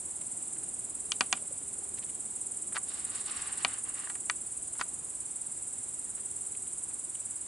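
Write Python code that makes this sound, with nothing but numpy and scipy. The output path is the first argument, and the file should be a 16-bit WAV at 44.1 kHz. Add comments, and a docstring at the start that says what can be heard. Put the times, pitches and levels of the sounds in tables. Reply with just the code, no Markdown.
"""A near bush cricket is heard first, rasping 19 wing strokes a second over a far chorus of its kind.
Its scraper rings the wing tooth by tooth; the chorus is dense random impacts through a band spectrum.
Fingers handle a plastic case: damped modes ring at sharp clicks, and filtered grains of friction make
scuffs and a run of soft rubs. A few soft low blips sound between them.
Underneath lie shaped noise for night air and distant traffic, and a faint wavering tone."""
import sys
import numpy as np
from scipy import signal
from scipy.fft import rfft, irfft, next_fast_len
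from scipy.io import wavfile

SR = 44100
rng = np.random.default_rng(int(sys.argv[2]) if len(sys.argv) > 2 else 0)


def inscribe(sig):
    """Save sig as 16-bit PCM at rate SR to the path in sys.argv[1].

    A 1-D sig is mono; a 2-D sig holds one channel per row.
    Samples are clipped to [-1, 1] before scaling.
    """
    pcm = np.round(np.clip(np.atleast_2d(sig).T, -1, 1) * 32767)
    wavfile.write(sys.argv[1], SR, pcm.astype(np.int16))


N = 329427
TIME = np.arange(N) / SR


def amp(db):
    """Level law: decibels to amplitude gain."""
    return 10 ** (np.asarray(db) / 20)


def unit(x):
    """Normalisation: scales to rms 1."""
    return x / np.sqrt(np.mean(x ** 2) + 1e-20)


def curve(rows, at):
    """Linear interpolation of a time table."""
    return np.interp(at, *np.transpose(rows))


def read(points, hz):
    """Interpolation of a spectrum table on a log-frequency axis."""
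    f, value = np.transpose(points)
    return np.interp(np.log(hz + 1), np.log(f + 1), value)


def colour(x, points):
    """Zero-phase filtering by a spectrum table."""
    length = x.shape[-1]
    size = next_fast_len(length)
    gain = amp(read(points, np.fft.rfftfreq(size, 1 / SR)))
    return irfft(rfft(x, size) * gain, size)[..., :length]


def colour_hit(x, points):
    """Minimum-phase filtering by a spectrum table: no sound ahead of the attack."""
    length = x.shape[-1]
    size = next_fast_len(2 * length)
    log_gain = np.log(amp(read(points, abs(np.fft.fftfreq(size, 1 / SR)))))
    # the Hilbert transform of the log gain supplies the phase
    response = np.exp(signal.hilbert(log_gain).conj())
    return np.fft.ifft(np.fft.fft(x, size) * response).real[..., :length]


def drift(per_s):
    """Slow random modulation of rms 1: straight lines between chance knots."""
    knots = rng.standard_normal(2000)
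    return unit(np.interp(TIME * per_s, np.arange(len(knots)), knots))


def pair(two, same, left_db=0):
    """Interchannel coherence: mid-side mixing makes two unrelated signals partly alike."""
    same = np.clip(same, 0, 1)
    mid = np.sqrt((1 + same) / 2) * two[0]
    side = np.sqrt((1 - same) / 2) * two[1]
    return np.array([(mid + side) * amp(left_db / 2), (mid - side) * amp(-left_db / 2)])


def add(mix, s, sound):
    """Superposition: mixes a stereo sound in at a time in seconds."""
    part = mix[:, max(round(s * SR), 0):][:, :sound.shape[1]]
    part += sound[:, :part.shape[1]]


def grains(per_s, spread_db, size=N):
    """Shot noise: two random trains of tiny impacts of uneven size."""
    heights = rng.standard_normal((2, size)) * amp(spread_db * rng.standard_normal((2, size)))
    return heights * (rng.random((2, size)) < per_s / SR)


STROKES_PER_S = 19
# wandering of the wing beat: t/s, lag behind an even beat/s
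BEAT_LAG = [(0, .006), (.53, .0085), (1.58, .003), (2.1, -.0046), (2.63, -.0055), (3.5, .003),
            (4.21, -.0033), (6.3, -.0027), (7.4, -.0052)]
# effort of singing, with one broad swell: t/s, relative level/dB
SINGING_EFFORT = [(0, -0.3), (.8, .3), (1.55, -1), (3, 1.9), (3.6, 2), (4.4, -0.4), (6, -0.4), (7.45, 0.8)]
# radiation of the wing: f/Hz, relative level/dB
WING_SPECTRUM = [(4500, -22), (6300, -9), (7000, 3), (7500, -2), (7830, 4.5), (8150, -1.5), (8480, -2.5),
                 (8780, 3.5), (9080, -6.5), (9280, 1), (9900, -1), (10900, 10.5), (13000, -34)]


def cricket(count=11, level_db=-41.0):
    """Stridulation: a scraper crosses a toothed file, each tooth exciting a short wing resonance."""
    first_gap_s, gap_growth_s, lead_s = .00108, .00019, .0094
    loudest_s, swell_s, uneven_db = 0.00015, 0.0063, 0.4
    first_hz, last_hz, tooth_s = 9000, 8100, 0.00027
    beat = np.arange(int(N / SR * STROKES_PER_S) + 1) / STROKES_PER_S
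    beat = beat + curve(BEAT_LAG, beat)
    chance = rng.standard_normal((len(beat), 4, count))

    # the teeth strike ever slower on average, swelling and fading within a stroke
    gaps = (first_gap_s + gap_growth_s * np.arange(count)) * (1 + .1 * chance[:, 0])
    within = np.cumsum(gaps, 1) - lead_s + .0003 * chance[:, 1, :1]
    stroke_db = curve(SINGING_EFFORT, beat)[:, None] + .5 * chance[:, 1, 1:2]
    swell = 1 / (1 + ((within - loudest_s) / swell_s) ** 2)
    force = amp(stroke_db + uneven_db * chance[:, 2]) * swell

    # every tooth rings the wing for a few cycles, later teeth lower
    hz = np.linspace(first_hz, last_hz, count) + 150 * chance[:, 3]
    offset = np.arange(-SR // 1000, SR // 1000)
    ringing = np.cos(2 * np.pi * hz[..., None] * offset / SR)
    pips = force[..., None] * ringing / np.cosh(offset / SR / tooth_s) ** 2
    at = ((beat[:, None] + within) * SR).astype(int)[..., None] + offset
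    inside = (at >= 0) & (at < N)
    direct = unit(colour(np.bincount(at[inside], pips[inside], N), WING_SPECTRUM))

    # the nearest leaves blur each strike, farther ones scatter a short diffuse tail
    t = TIME[:SR // 10]
    song = direct * amp([[-.5], [.5]])
    for db, t60, same in [(-14, .012, .8), (-11, .09, .5)]:
        leaves = pair(rng.standard_normal((2, len(t))), same) * amp(-60 * t / t60)
        scattered = signal.oaconvolve(direct[None], leaves * (t > .0006), axes=1)[:, :N]
        song = song + amp(db) * unit(scattered)
    return amp(level_db) * unit(song)


# modes of the plastic case before detuning and damping: f/Hz, relative level/dB, t60/s
CASE_MODES = [(185, -22.5, 0.15), (260, -21.5, 0.32), (741, -8, 0.078), (790, -12, 0.12), (1000, 1, 0.048),
              (1177, -1.5, 0.074), (1333, -2, 0.064), (1460, -1, 0.071), (1645, 2.5, 0.043),
              (1900, 5.5, 0.04), (2286, 1.5, 0.041), (2460, -4.5, 0.066), (2780, -7.5, 0.054),
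              (2980, 4.5, 0.015), (3040, -26.5, 0.13), (3450, -4.5, 0.038), (3860, -10, 0.037),
              (4250, -2, 0.03), (4630, -0.5, 0.029), (4800, -28, 0.046), (6400, 0, 0.015), (7730, 3, 0.012),
              (8770, 4.5, 0.0086), (10250, -31, .01)]
# loose after-rattle of the case: f/Hz, relative level/dB
RATTLE_SPECTRUM = [(300, 5.5), (900, 12), (1500, 11), (2400, 11), (3300, 5.5), (8000, -8)]
# clicks: t/s, relative level/dB, f/Hz that the touched spot rings most, ring time/factor,
# thump of a firm press/dB, brightness of a hard contact/dB
CASE_CLICKS = [(1.119, -18, 2850, 0.53, -7, 15.5), (1.2083, -13, 2880, 0.72, 3.5, 4),
               (1.3272, -14, 2300, 0.7, 4.5, 7.5), (2.7661, -23.5, 1420, 0.73, -8, -6),
               (2.7757, -31, 1200, .67, -2, -2), (3.648, -13.5, 2300, 0.67, 2.5, 4),
               (4.0731, -35.5, 1700, .4, -7, -10), (4.0993, -33.5, 1900, 1.3, 0, -1),
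               (4.1538, -39.5, 2000, .82, 5, -2), (4.2982, -17, 1880, 0.55, -12, 0.5),
               (4.7964, -33, 1400, .6, -2, -15), (4.812, -20, 1470, 0.55, -6.5, -3)]


def clicks(level_db=-9):
    """Modal synthesis: a snap and a brief rattle with damped case modes, detuned anew at each click."""
    crack_t60, crack_db, tail_t60, tail_db = 0.014, 7, 0.31, -21
    rise_s, spot_db, grip_detune = 0.0001, 4, 0.013
    snap_db, snap_s = 19, .000045
    out, t = np.zeros((2, N)), TIME[:SR // 4]
    u = (t - .0004) / snap_s
    snap = amp(snap_db) * u * np.exp(-u ** 2)
    for s, click_db, spot_hz, ring_time, thump_db, bright_db in CASE_CLICKS:
        ring, age = np.zeros((2, len(t))), t / ring_time
        for hz, db, t60 in CASE_MODES:
            near = np.exp(-(np.log2(hz / spot_hz) / 0.25) ** 2)  # modes at the touched spot answer best
            turns = hz * (1 + grip_detune * rng.standard_normal()) * t + rng.random((2, 1))
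            ring += amp(db + spot_db * near - 60 * age / t60) * np.sin(2 * np.pi * turns)
        chatter = rng.standard_normal((2, len(t)))
        crack = chatter * amp(crack_db - 60 * age / crack_t60)
        tail = colour(chatter, RATTLE_SPECTRUM) * amp(tail_db - 60 * age / tail_t60)
        blow = snap + pair(ring + crack + tail, 0.74) * (1 - np.exp(-t / rise_s))
        # a firm press moves the whole case; a hard contact wakes its upper modes
        contact = [(50, -37), (170, thump_db), (720, thump_db), (1050, 0), (1900, -3),
                   (3000, bright_db), (4500, bright_db - 1), (7000, bright_db),
                   (11000, bright_db - 5), (14000, -37)]
        blow = colour_hit(blow, contact)
        attack_rms = np.sqrt(np.mean(blow[:, :SR // 100] ** 2))  # over the first 10 ms
        add(out, s, blow * amp(click_db + level_db) / attack_rms)
    return out


# finger scuffs: t/s, length/s, level/dB, centre f/Hz, steepness of the skirt below centre/(dB per octave)
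FINGER_SCUFFS = [(0.205, 0.019, -58.5, 2500, 5), (0.558, .018, -60, 2000, 9), (0.618, .032, -62, 1700, 10),
                 (1.365, 0.027, -56.5, 1500, 6), (1.968, 0.03, -56.5, 2400, 5),
                 (2.018, 0.028, -55.5, 2660, 12), (2.085, 0.026, -59.5, 2670, 17),
                 (2.719, 0.015, -52, 1360, 11), (2.743, .036, -40, 1300, 4), (4.747, 0.031, -57.5, 1180, 8),
                 (4.782, 0.056, -44.5, 1300, 0.5), (6.167, 0.038, -59, 1380, 8),
                 (6.546, .012, -56.5, 2600, 27), (6.666, 0.012, -61, 3100, 18), (6.896, .025, -63, 1500, 8),
                 (7.148, 0.012, -55.5, 2860, 31)]


def scuffs():
    """Stick-slip friction: skin catches on the case in brief clusters of tiny slips."""
    out = np.zeros((2, N))
    for s, length, db, hz, skirt_db in FINGER_SCUFFS:
        shape = [(hz / 8, -3 * skirt_db), (hz, 0), (hz * 3, -1.6 * skirt_db), (hz * 6, -5 * skirt_db)]
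        slips = colour(grains(7000, 6.4, size=SR // 10), shape)
        stroke = slips[:, :int(length * SR)]
        stroke = unit(stroke * signal.windows.tukey(stroke.shape[1], .7))
        add(out, s, amp(db) * pair(stroke, 0.89))
    return out


# finger pushes over the case: start t/s, length/s, level before fading/dB, hiss against the rub/dB
FINGER_RUBS = [(2.857, 0.28, -53.5, 0), (3.104, 0.14, -53.5, 1.5), (3.244, 0.32, -46.5, -2),
               (3.551, 0.24, -48.5, -5), (3.829, 0.099, -51, -13), (3.932, .15, -48.5, -7.5)]
# body of the rub: f/Hz, relative level/dB
SKIN_SPECTRUM = [(200, -7.5), (620, -16), (780, 1.5), (970, -4), (1130, 7), (1300, 2), (2000, 4),
                 (2150, -1.5), (2580, -1), (2830, 2.5), (3450, -8), (5000, -14), (8000, -30)]
# fine hiss of skin on plastic: f/Hz, relative level/dB
HISS_SPECTRUM = [(2500, -10.5), (3450, -3), (3720, 2), (4200, -2), (4580, 1), (4850, -5), (5400, -2),
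                 (6100, -7), (8000, -31)]
RUB_ATTACK_S, RUB_RELEASE_S = 0.049, 0.079
RUB_FADE_DB_PER_S, HISS_FADE_DB_PER_S = 9.5, 31  # as the finger slows, the hiss dies first


def rubs(stick_db=1):
    """Sliding friction: grain noise swells and fades with each push, its level flickering by stick-slip."""
    rub_gain, hiss_gain = np.zeros((2, N))
    for s, length, db, hiss_db in FINGER_RUBS:
        age = np.clip(TIME - s, 0, 1)
        press = np.clip(age / RUB_ATTACK_S, 0, 1)
        let_go = np.clip((length - age) / RUB_RELEASE_S + .5, 0, 1)
        touch = press * let_go
        rub_gain += touch * amp(db - RUB_FADE_DB_PER_S * age)
        hiss_gain += touch * amp(db + hiss_db - HISS_FADE_DB_PER_S * age)
    rub = rub_gain * unit(colour(grains(6000, 1), SKIN_SPECTRUM))
    hiss = hiss_gain * unit(colour(grains(5400, 1.2), HISS_SPECTRUM))
    return amp(stick_db * drift(60)) * pair(rub + hiss, 0.5)


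# faint low blips: centre t/s, f/Hz, level/dB
LOW_BLIPS = [(1.425, 580, -57), (1.514, 537, -52.5), (1.792, 480, -55.5), (1.826, 795, -57)]


def blips(length_s=0.0145):
    """Windowed tone bursts: soft low notes of a few cycles."""
    out, t = np.zeros((2, N)), TIME[:int(length_s * SR)]
    for s, hz, db in LOW_BLIPS:
        note = amp(db) * unit(np.hanning(len(t)) * np.sin(2 * np.pi * hz * t))
        add(out, s - length_s / 2, np.array([note, note]))
    return out


# far chorus: f/Hz, relative level/dB
CHORUS_SPECTRUM = [(4500, -35), (5800, -21.5), (6400, -16), (6900, -7), (7400, 2), (8300, 0), (9000, 1.5),
                   (9700, -0.5), (10400, -4.5), (11000, -12), (13000, -88)]


def chorus(level_db=-42.0):
    """Superposition of many sources: far tooth strikes merge into a gently restless sizzle."""
    strikes = unit(colour(grains(18000, 2.2), CHORUS_SPECTRUM))
    restless_db = 0.62 * drift(45) + 0.21 * drift(2.8)
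    return amp(level_db + restless_db) * pair(strikes, 0.71, left_db=-2.0)


# night air: f/Hz, relative level/dB
AIR_SPECTRUM = [(15, -34), (25, -14.5), (60, 5), (113, 1), (152, -3.5), (313, -4.5), (367, 0.5),
                (401, -8.5), (429, -6.5), (705, -8.5), (772, -8), (1010, -2.5), (1860, -8), (2330, -7.5),
                (5500, -13.5), (7150, -35), (12100, -120)]
# distant traffic: f/Hz, relative level/dB
ROAD_SPECTRUM = [(40, -32), (90, -4.5), (300, 0.5), (520, -7.5), (800, -4.5), (1400, -46), (4000, -70)]
# left-right likeness of the air: f/Hz, coherence/(0 to 1)
AIR_COHERENCE = [(60, 1), (130, 0.91), (270, 0.91), (560, 0.32), (1200, 0.12), (2500, 0.15), (5500, 0.51)]
AIR_DB = -58.5
ROAD_DB, ROAD_FADE_DB_PER_S = -59, 0.79  # the traffic slowly recedes


def air_and_traffic():
    """Diffuse-field coherence: shaped noise, almost mono in the bass, for air and distant traffic."""
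    hz = np.fft.rfftfreq(N, 1 / SR)
    noise = irfft(pair(rfft(rng.standard_normal((2, N))), read(AIR_COHERENCE, hz)), N)
    air = amp(AIR_DB) * unit(colour(noise, AIR_SPECTRUM))
    road_db = ROAD_DB - ROAD_FADE_DB_PER_S * TIME + 0.29 * drift(5.49)
    return air + amp(road_db) * unit(colour(noise, ROAD_SPECTRUM))


# the hum comes and goes: t/s, mean peak level/dB
HUM_LEVEL = [(0, -80), (1, -65), (2.8, -66), (5.6, -74), (6.5, -63.5), (7.4, -89)]


def hum():
    """Frequency modulation: a faint tone near 404 Hz wavers in pitch and level."""
    phase = 2 * np.pi * np.cumsum(404 + 2 * drift(12)) / SR
    return np.sin(phase) * amp(curve(HUM_LEVEL, TIME) + drift(2.7))


def scene():
    """Superposition of the insects, the handled case and the night background."""
    near = cricket() + clicks() + scuffs() + rubs() + blips()
    return near + chorus() + air_and_traffic() + hum()


EDGE_HZ = 11100


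def record(dry):
    """Band limiting: a steep linear-phase low-pass."""
    lowpass = signal.firwin(601, EDGE_HZ, window=("kaiser", 8), fs=SR)
    return signal.oaconvolve(dry, lowpass[None], "same")


dry = scene()
out = record(dry)
inscribe(out)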